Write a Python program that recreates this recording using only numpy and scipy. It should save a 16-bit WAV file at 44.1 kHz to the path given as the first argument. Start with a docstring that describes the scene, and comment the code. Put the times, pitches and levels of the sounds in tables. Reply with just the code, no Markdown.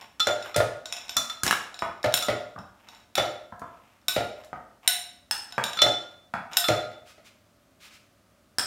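"""Bright clinks, glassy pings and hollow thuds sound in a tiled kitchen, with faint scraping between them. A
steel spoon pushes ice cubes from a ceramic bowl into a glass blender jar part full of liquid. Each impact is a
burst of contact noise plus the damped modes of the body struck: spoon, bowl, jar or ice. Now and then the bowl
bumps the jar, ice clacks on the worktop and a sleeve rustles, over room air and mains hum."""
import sys
import numpy as np
from scipy import signal
from scipy.fft import rfft, irfft, next_fast_len
from scipy.io import wavfile
from scipy.ndimage import uniform_filter1d

SR = 44100
rng = np.random.default_rng(int(sys.argv[2]) if len(sys.argv) > 2 else 0)


def pcm_store(signal):
    """Save signal as 16-bit PCM."""
    levels = np.round(np.clip(np.atleast_2d(signal), -1, 1) * 32767)
    wavfile.write(sys.argv[1], SR, levels.astype(np.int16).T)


N = 381906
BLOW_SAMPLES = SR * 7 // 10  # one blow with its reverberation

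# scraping strokes through the bowl: start_s, end_s, level_db
STROKES = [(-0.1, 0.076, -46.5), (0.401, 0.537, -47.5), (0.83, 1.14, -52.5), (1.268, 1.375, -54.5),
           (1.435, 1.514, -31.5), (2.765, 3.055, -58), (3.565, 4.09, -65), (4.352, 4.468, -56),
           (4.823, 4.889, -50), (5.476, 5.587, -57.5), (6.089, 6.17, -65.5), (6.502, 6.601, -39.5)]
# contact noise spectrum of steel on glaze: frequency_hz, relative_db
STEEL_CRACK = [(100, -30.5), (400, -16), (800, 2), (2000, 2), (4000, 4.5), (7000, -1.5), (10000, -6.5),
               (14000, -12.5), (16000, -6.5)]


def spoon_clinks():
    """The tip's impact excites the spoon's bending modes; a harder, shorter contact gives more treble."""
    # tip striking the bowl: start_s, level_db
    clinks = [(0.425, -36.5), (0.8571, -31), (0.925, -24.5), (0.967, -34), (1.094, -27), (1.743, -37),
              (1.791, -34), (2.03, -35.5), (2.1244, -33.5), (2.1402, -14), (2.1759, -21), (2.588, -46),
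              (2.887, -42), (2.948, -48), (3.154, -20.5), (4.083, -16), (4.877, -11), (5.5234, -36),
              (5.639, -21), (5.7326, -30), (6.533, -33.5), (6.57, -12.5)]
    # spoon modes: pitch_hz, relative_db, t60_s
    modes = [(710.2, -19.5, 0.22), (1498, -17.5, 0.13), (2623, -15.5, 0.048), (3500, -9.5, 0.045),
             (3808, -3, 0.019), (3853, -5.5, 0.044), (5562, -13.5, 0.039), (5390, -2, 0.027),
             (7200, -11, .025), (7080, -12, 0.056), (8600, -15, 0.042), (9220, -6, 0.022),
             (11270, -12.5, 0.037), (13200, -16, 0.11), (13130, -16, .05), (14800, -22.5, .02),
             (16290, -21, .04)]
    out = np.zeros(N)
    for start_s, db in clinks + tip_catches():
        hit = strike(modes, STEEL_CRACK, crack_db=-3.5, crack_t60=0.012, grind_db=-21, detune=0.0084)
        bass_db = by_force(db, -11.5, slope=-0.17)
        treble_db = max(by_force(db, -13.5, slope=0.89), -15.5)  # even a light touch keeps some treble
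        add(out, start_s, kitchen(amp(db) * voice(hit, 1900, 8000, bass_db, treble_db), wet_db=-2.5))
    return out


def tip_catches():
    """Friction catches the tip once per stroke, at random, giving a tick: start_s, level_db."""
    above_stroke_db, spread_db = 5.5, 5
    draws = rng.random((len(STROKES), 2))
    return [(start_s + when * (end_s - start_s), db + above_stroke_db + spread_db * (2 * size - 1))
            for (start_s, end_s, db), (when, size) in zip(STROKES, draws)]


def bowl_taps():
    """The back of the spoon lands flat and sets the ceramic bowl into free vibration."""
    # spoon's back on the bowl: start_s, level_db
    taps = [(5.3111, -19), (8.5845, -18), (8.5944, -24)]
    # bowl modes: pitch_hz, relative_db, t60_s
    modes = [(1008, -12.5, 0.017), (1300, -7.5, 0.014), (3414, -11, 0.031), (4931, -13.5, 0.038),
             (5244, 6, 0.024), (5390, -8, 0.067), (7340, -23.5, 0.28), (8070, -3.5, 0.036),
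             (8290, -12.5, .03), (9330, -9, 0.033), (11600, -27, 0.045), (12780, -16.5, 0.089),
             (13610, -22.5, 0.04)]
    out = np.zeros(N)
    for start_s, db in taps:
        hit = strike(modes, STEEL_CRACK, crack_db=-4.5, crack_t60=0.018, grind_db=-22, detune=0.002)
        tap = voice(hit, 2000, 7600, bass_db=-5.5, treble_db=-5.5)
        add(out, start_s, kitchen(amp(db) * tap, wet_db=-1))
    return out


def jar_pings():
    """Falling cubes, and now and then the bowl, excite the lightly damped glass wall; a square hit is brighter
    than a glancing one."""
    # ice or bowl on the wall: start_s, level_db, treble_db
    pings = [(0.197, -36.5, 2), (0.202, -19, -7), (0.2707, -27.5, 3), (0.544, -32, -8.5), (1.1676, -21, 4),
             (1.298, -33, -5.5), (2.2245, -30.5, 1), (3.17, -35, -15), (3.178, -26, -2), (5.772, -32, -5.5),
             (5.7893, -21.5, -23), (5.818, -10.5, -8.5), (6.642, -24, -29), (6.685, -22, -3.5)]
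    # wall modes: pitch_hz, relative_db, t60_s
    modes = [(1278, -14.5, 0.22), (1373, -10.5, 0.11), (3505, -1, 0.15), (4073, -10.5, 0.13),
             (4150, -8.5, 0.038), (4530, -15, 0.054), (5400, -9.5, 0.061), (5830, -10.5, .06),
             (7110, -16.5, 0.055), (7033, -13.5, 0.077), (9300, -28, 0.034), (11200, -35, 0.07)]
    # contact noise spectrum: frequency_hz, relative_db
    crack = [(60, -10), (150, -22.5), (1000, -8), (3000, 2.5), (6000, -2), (9000, -6.5), (16000, -14)]
    out = np.zeros(N)
    for start_s, db, treble_db in pings:
        hit = strike(modes, crack, crack_db=-6, crack_t60=0.025, grind_db=-14.5, detune=0.00089)
        bass_db = by_force(db, -2.5, slope=-0.5)
        add(out, start_s, kitchen(amp(db) * voice(hit, 2500, 5000, bass_db, treble_db), wet_db=-5))
    return out


def jar_thuds():
    """A landing cube drives the jar's low modes; mass loading by the sloshing liquid detunes them."""
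    # cubes landing: start_s, level_db, boom_relative_db, slosh_relative_db
    landings = [(0.27, -19.5, -22.5, -10), (0.561, -18.5, -2, 4), (2.044, -19.5, -9, -18.5),
                (2.284, -19.5, -11, -10), (3.181, -16.5, -15, -9.5), (4.163, -18, -10, -8.5),
                (5.821, -19.5, -19, 0.5), (6.686, -17, -5, -8.5), (6.915, -41.5, -25, -24),
                (7.179, -51, -20, -24)]
    # modes of the jar with its liquid: pitch_hz, relative_db, t60_s
    modes = [(114, 4.5, 0.14), (134, -9.5, 0.24), (241.8, -29, .12), (336, -13, 0.17), (406, -11.5, 0.045),
             (490, -7.5, 0.014), (605, -8, 0.065), (603.7, 5, 0.14), (642.5, 4, 0.061), (710, -3.5, 0.31),
             (796, -12.5, 0.2), (881, -13.5, .2), (1278.5, -10, .18), (1406, -6, .26), (1464, -16.5, .15),
             (1736, -13.5, 0.084), (2110, -25, .15)]
    # landing noise spectrum: frequency_hz, relative_db
    crack = [(40, -12.5), (110, -5.5), (190, -15.5), (420, -4.5), (620, 4.5), (1000, -17), (1350, -12),
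             (1650, -16), (2000, -3), (4000, -7.5), (8000, -24.5), (16000, -33)]
    out = np.zeros(N)
    for landing_s, db, boom_db, slosh_db in landings:
        stages = [(landing_s, db, -25.5, -11),  # the cube hits
                  (landing_s + 0.016, db - 4.5, boom_db, -10.5),  # it plunges with a low boom
                  (landing_s + 0.042, db + slosh_db, -19, -18)]  # the liquid closes over it
        for start_s, level_db, bass_db, treble_db in stages:
            hit = strike(modes, crack, crack_db=3, crack_t60=0.05, grind_db=-8, detune=0.011)
            thud = voice(hit, 170, 2000, bass_db, treble_db)
            add(out, start_s, kitchen(amp(level_db) * thud, wet_db=-4.5))
    return out


def ice_clacks():
    """Cubes strike the worktop and crack sharply; heavy damping leaves little ring, and size varies its pitch."""
    # ice on the worktop: start_s, level_db, treble_db (high for a brittle snap, low for a solid knock)
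    clacks = [(0.4596, -35.5, -14), (0.563, -29.5, 8.5), (1.434, -23, 4), (1.465, -23.5, 1.5),
              (1.51, -12.5, -10), (1.5274, -14.5, -17.5), (2.041, -24.5, -13.5), (2.14, -26, -2.5),
              (3.595, -57, 6.5), (4.447, -56, 5)]
    # cube modes: pitch_hz, relative_db, t60_s
    modes = [(1330, -3.5, 0.0093), (1463, -11, 0.013), (1650, -4, 0.03), (2140, -17, 0.06),
             (6400, -20, 0.014)]
    # contact noise spectrum: frequency_hz, relative_db
    crack = [(60, -20), (150, 3), (600, -6.5), (1500, -3), (3000, 2), (6500, 2.5), (10000, -1), (13000, -3),
             (16000, -12.5)]
    out = np.zeros(N)
    for start_s, db, treble_db in clacks:
        hit = strike(modes, crack, crack_db=-0.5, crack_t60=0.015, grind_db=-13, detune=0.036)
        bass_db = -8 + 0.93 * treble_db  # a brittle snap spreads into the bass too
        add(out, start_s, kitchen(amp(db) * voice(hit, 450, 3500, bass_db, treble_db), wet_db=-6))
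    return out


def bowl_bumps():
    """The bowl's underside meets the jar, and quickly damped modes give a dull knock."""
    # bowl on the jar: start_s, level_db
    bumps = [(1.165, -30.5), (1.822, -21), (2.561, -37), (2.579, -37.5), (3.523, -36), (3.618, -33.5),
             (4.53, -29), (5.58, -19.5), (6.338, -23.5)]
    # modes struck at the rim: pitch_hz, relative_db, t60_s
    modes = [(234, -8.5, 0.031), (694, -8.5, 0.088), (997, -2, 0.022), (1244, -3, 0.041),
             (1490, -10.5, 0.057), (2008.3, -3.5, 0.024), (3370, -25.5, 0.41)]
    # contact noise spectrum: frequency_hz, relative_db
    crack = [(50, -13), (200, -1.5), (400, -19.5), (700, -8.5), (1400, -7), (2100, -8.5), (3000, -23.5),
             (6000, -32.5), (16000, -47.5)]
    out = np.zeros(N)
    for start_s, db in bumps:
        hit = strike(modes, crack, crack_db=0, crack_t60=0.021, grind_db=-16, detune=0.042)
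        bass_db = by_force(db, -10.5, slope=-0.4)
        treble_db = by_force(db, -12, slope=0.73)
        add(out, start_s, kitchen(amp(db) * voice(hit, 420, 1700, bass_db, treble_db), wet_db=-0.5))
    return out


def scrapes():
    """Spoon and ice grate over the glaze by coarse stick-slip friction."""
    # grating spectrum: frequency_hz, relative_db
    spectrum = [(300, -7.5), (900, 9.5), (1500, 1), (2700, 4.5), (3900, -6.5), (4600, -16), (5400, -7.5),
                (6200, -15), (7200, -12.5), (8200, -15.5), (11500, -25), (13200, -9.5), (14200, -21),
                (16000, -30)]
    return friction(STROKES, spectrum, slips_per_s=990, spread_db=13, hiss_gain=0.045)


def sleeve_rustle():
    """Cloth rubs along the arm; fine, even slips make its friction nearly a hiss."""
    # sleeve movements: start_s, end_s, level_db
    brushes = [(7.05, 7.14, -53), (7.24, 7.30, -53), (7.795, 7.90, -50), (7.90, 7.99, -53.5)]
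    # cloth spectrum: frequency_hz, relative_db
    spectrum = [(530, -34), (900, -14), (1230, -9), (1920, -8.5), (2360, -2.5), (3150, -8), (3680, -8),
                (7230, -14.5), (16000, -26.5)]
    return friction(brushes, spectrum, slips_per_s=1300, spread_db=3, hiss_gain=0.3)


def background():
    """The steady noise floor: broadband room air and the line spectrum of a faint mains hum."""
    # hum partials: pitch_hz, level_db
    partials = [(102.3, -77), (581.4, -84.5), (1244, -95.5)]
    # room air spectrum: frequency_hz, relative_db
    spectrum = [(15, -40.5), (25, -5), (102, -7), (137, -12), (229, -6.5), (489, -19), (575, -9),
                (863, -22.5), (1230, -16.5), (1520, -20), (1700, -22), (2000, -24), (6210, -29),
                (16000, -36)]
    t = np.arange(N) / SR
    hum = sum(amp(db) * np.sqrt(2) * np.sin(2 * np.pi * hz * t) for hz, db in partials)
    air = amp(-62.5) * unit(colour(rng.standard_normal(N), spectrum))
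    return hum + air


def strike(modes, crack, crack_db, crack_t60, grind_db, detune):
    """Modal superposition: ringing that varies from blow to blow, plus a crack and a brief grinding."""
    hz, db, t60 = np.transpose(modes)[:, :, None]
    t = np.arange(BLOW_SAMPLES // 2) / SR
    gain = amp(db + 2 * rng.standard_normal(hz.shape)) * rng.choice([-1, 1], hz.shape)
    hz = hz * (1 + detune * rng.standard_normal(hz.shape))
    ring = np.sum(gain * np.sin(2 * np.pi * hz * t) * fade(t, t60), axis=0)
    grit = unit(rng.standard_normal(len(t)) * rng.random(len(t)) ** 2)
    grinding = amp(grind_db) * grit * fade(t, t60=0.16)  # the parts slide on after contact
    burst = colour(rng.standard_normal(len(t)) * fade(t, crack_t60) + grinding, crack)
    blow = ring / peak(ring) + amp(crack_db) * burst / peak(burst)
    return np.pad(blow, (0, BLOW_SAMPLES - len(t)))


def by_force(db, firm_tone_db, slope):
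    """Contact time shortens with force, so a band's level shifts by slope dB per dB of the blow."""
    firm_blow_db = -25
    return firm_tone_db + slope * (db - firm_blow_db)


def voice(x, low_hz, high_hz, bass_db, treble_db):
    """Spectral balance: a blow's weight and hardness set bass and treble against a unit middle band."""
    edges = [(low_hz, "low"), ([low_hz, high_hz], "band"), (high_hz, "high")]
    peaks = [peak(signal.sosfilt(signal.butter(4, hz, side, fs=SR, output="sos"), x))
             for hz, side in edges]
    low, middle, high = np.array([bass_db, 0, treble_db]) - 20 * np.log10(peaks)
    blend = 2 ** 0.25  # a quarter octave either side of each edge
    return colour(x, [(low_hz / blend, low), (low_hz * blend, middle),
                      (high_hz / blend, middle), (high_hz * blend, high)])


def friction(strokes, spectrum, slips_per_s, spread_db, hiss_gain):
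    """Stick-slip friction: random impulses over a smooth hiss, swelling with each stroke's pressure."""
    t, pressure = np.arange(N) / SR, np.zeros(N)
    for start_s, end_s, db in strokes:
        pressure += amp(db) * np.sin(np.pi * np.clip((t - start_s) / (end_s - start_s), 0, 1))
    slipping = rng.random(N) < slips_per_s / SR
    slips = slipping * amp(spread_db * rng.uniform(-1, 1, N)) * rng.choice([-1, 1], N)
    return pressure * unit(colour(slips + hiss_gain * rng.standard_normal(N), spectrum))


def kitchen(x, wet_db, build_up_s=0.006):
    """Reverberation: diffuse reflections from the tiles, different for each position, follow the sound."""
    # reverberation times: frequency_hz, t60_s
    decay_times = [(120, 0.42), (400, 0.61), (1000, 0.57), (2800, 0.53), (7000, 0.46), (14000, 0.33)]
    hz, frame_s, noise = signal.stft(rng.standard_normal(BLOW_SAMPLES), SR, nperseg=256)
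    decaying = noise * fade(frame_s, along(decay_times, hz)[:, None])
    tail = signal.istft(decaying, SR, nperseg=256)[1][:BLOW_SAMPLES]
    t = np.arange(BLOW_SAMPLES) / SR
    tail *= 1 - np.exp(-(t / build_up_s) ** 2)
    return x + amp(wet_db) * signal.fftconvolve(x, tail / np.linalg.norm(tail))[:len(x)]


def colour(x, spectrum):
    """A minimum-phase filter shapes the spectrum causally, so nothing sounds before a blow."""
    size = 2 * next_fast_len(len(x))
    gain = amp(along(spectrum, np.fft.rfftfreq(size, 1 / SR)))
    cepstrum = irfft(np.log(gain))
    cepstrum[1:size // 2] *= 2
    cepstrum[size // 2 + 1:] = 0
    return irfft(rfft(x, size) * np.exp(rfft(cepstrum)))[:len(x)]


def along(points, hz):
    """Interpolate (frequency_hz, value) points on a logarithmic frequency axis."""
    point_hz, values = np.transpose(points)
    return np.interp(np.log(hz + 1), np.log(point_hz + 1), values)


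def fade(t, t60):
    """Free exponential decay, 60 dB down after t60 seconds."""
    return np.exp(-np.log(1000) * t / t60)


def amp(db):
    """Decibels to amplitude ratio."""
    return 10 ** (np.asarray(db) / 20)


def unit(x):
    """Normalise to rms 1."""
    return x / np.sqrt(np.mean(x ** 2) + 1e-20)


def peak(x):
    """Rms of the loudest 4 ms."""
    return np.sqrt(uniform_filter1d(x ** 2, SR // 250).max())


def add(track, start_s, sound):
    """Superpose a sound on the track from start_s."""
    start = max(round(start_s * SR), 0)
    track[start:start + len(sound)] += sound[:len(track) - start]


def scene():
    """The pressures of all sources add at one listening point by the worktop."""
    impacts = spoon_clinks() + bowl_taps() + jar_pings() + jar_thuds() + bowl_bumps() + ice_clacks()
    rubbing = kitchen(scrapes() + sleeve_rustle(), wet_db=-4.5)
    return (impacts + rubbing + background())[None]


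def record(dry, ceiling=0.68, bottom_hz=52, top_hz=15900):
    """The microphone passes a limited band, and soft saturation rounds off the tallest peaks."""
    thinned = signal.sosfilt(signal.butter(4, bottom_hz, "high", fs=SR, output="sos"), dry)
    rounded = thinned / (1 + (thinned / ceiling) ** 6) ** (1 / 6)
    size = next_fast_len(N + BLOW_SAMPLES)
    passband = 1 / (1 + (np.fft.rfftfreq(size, 1 / SR) / top_hz) ** 120)
    return irfft(rfft(rounded, size) * passband, size)[:, :N]


dry = scene()
out = record(dry)
pcm_store(out)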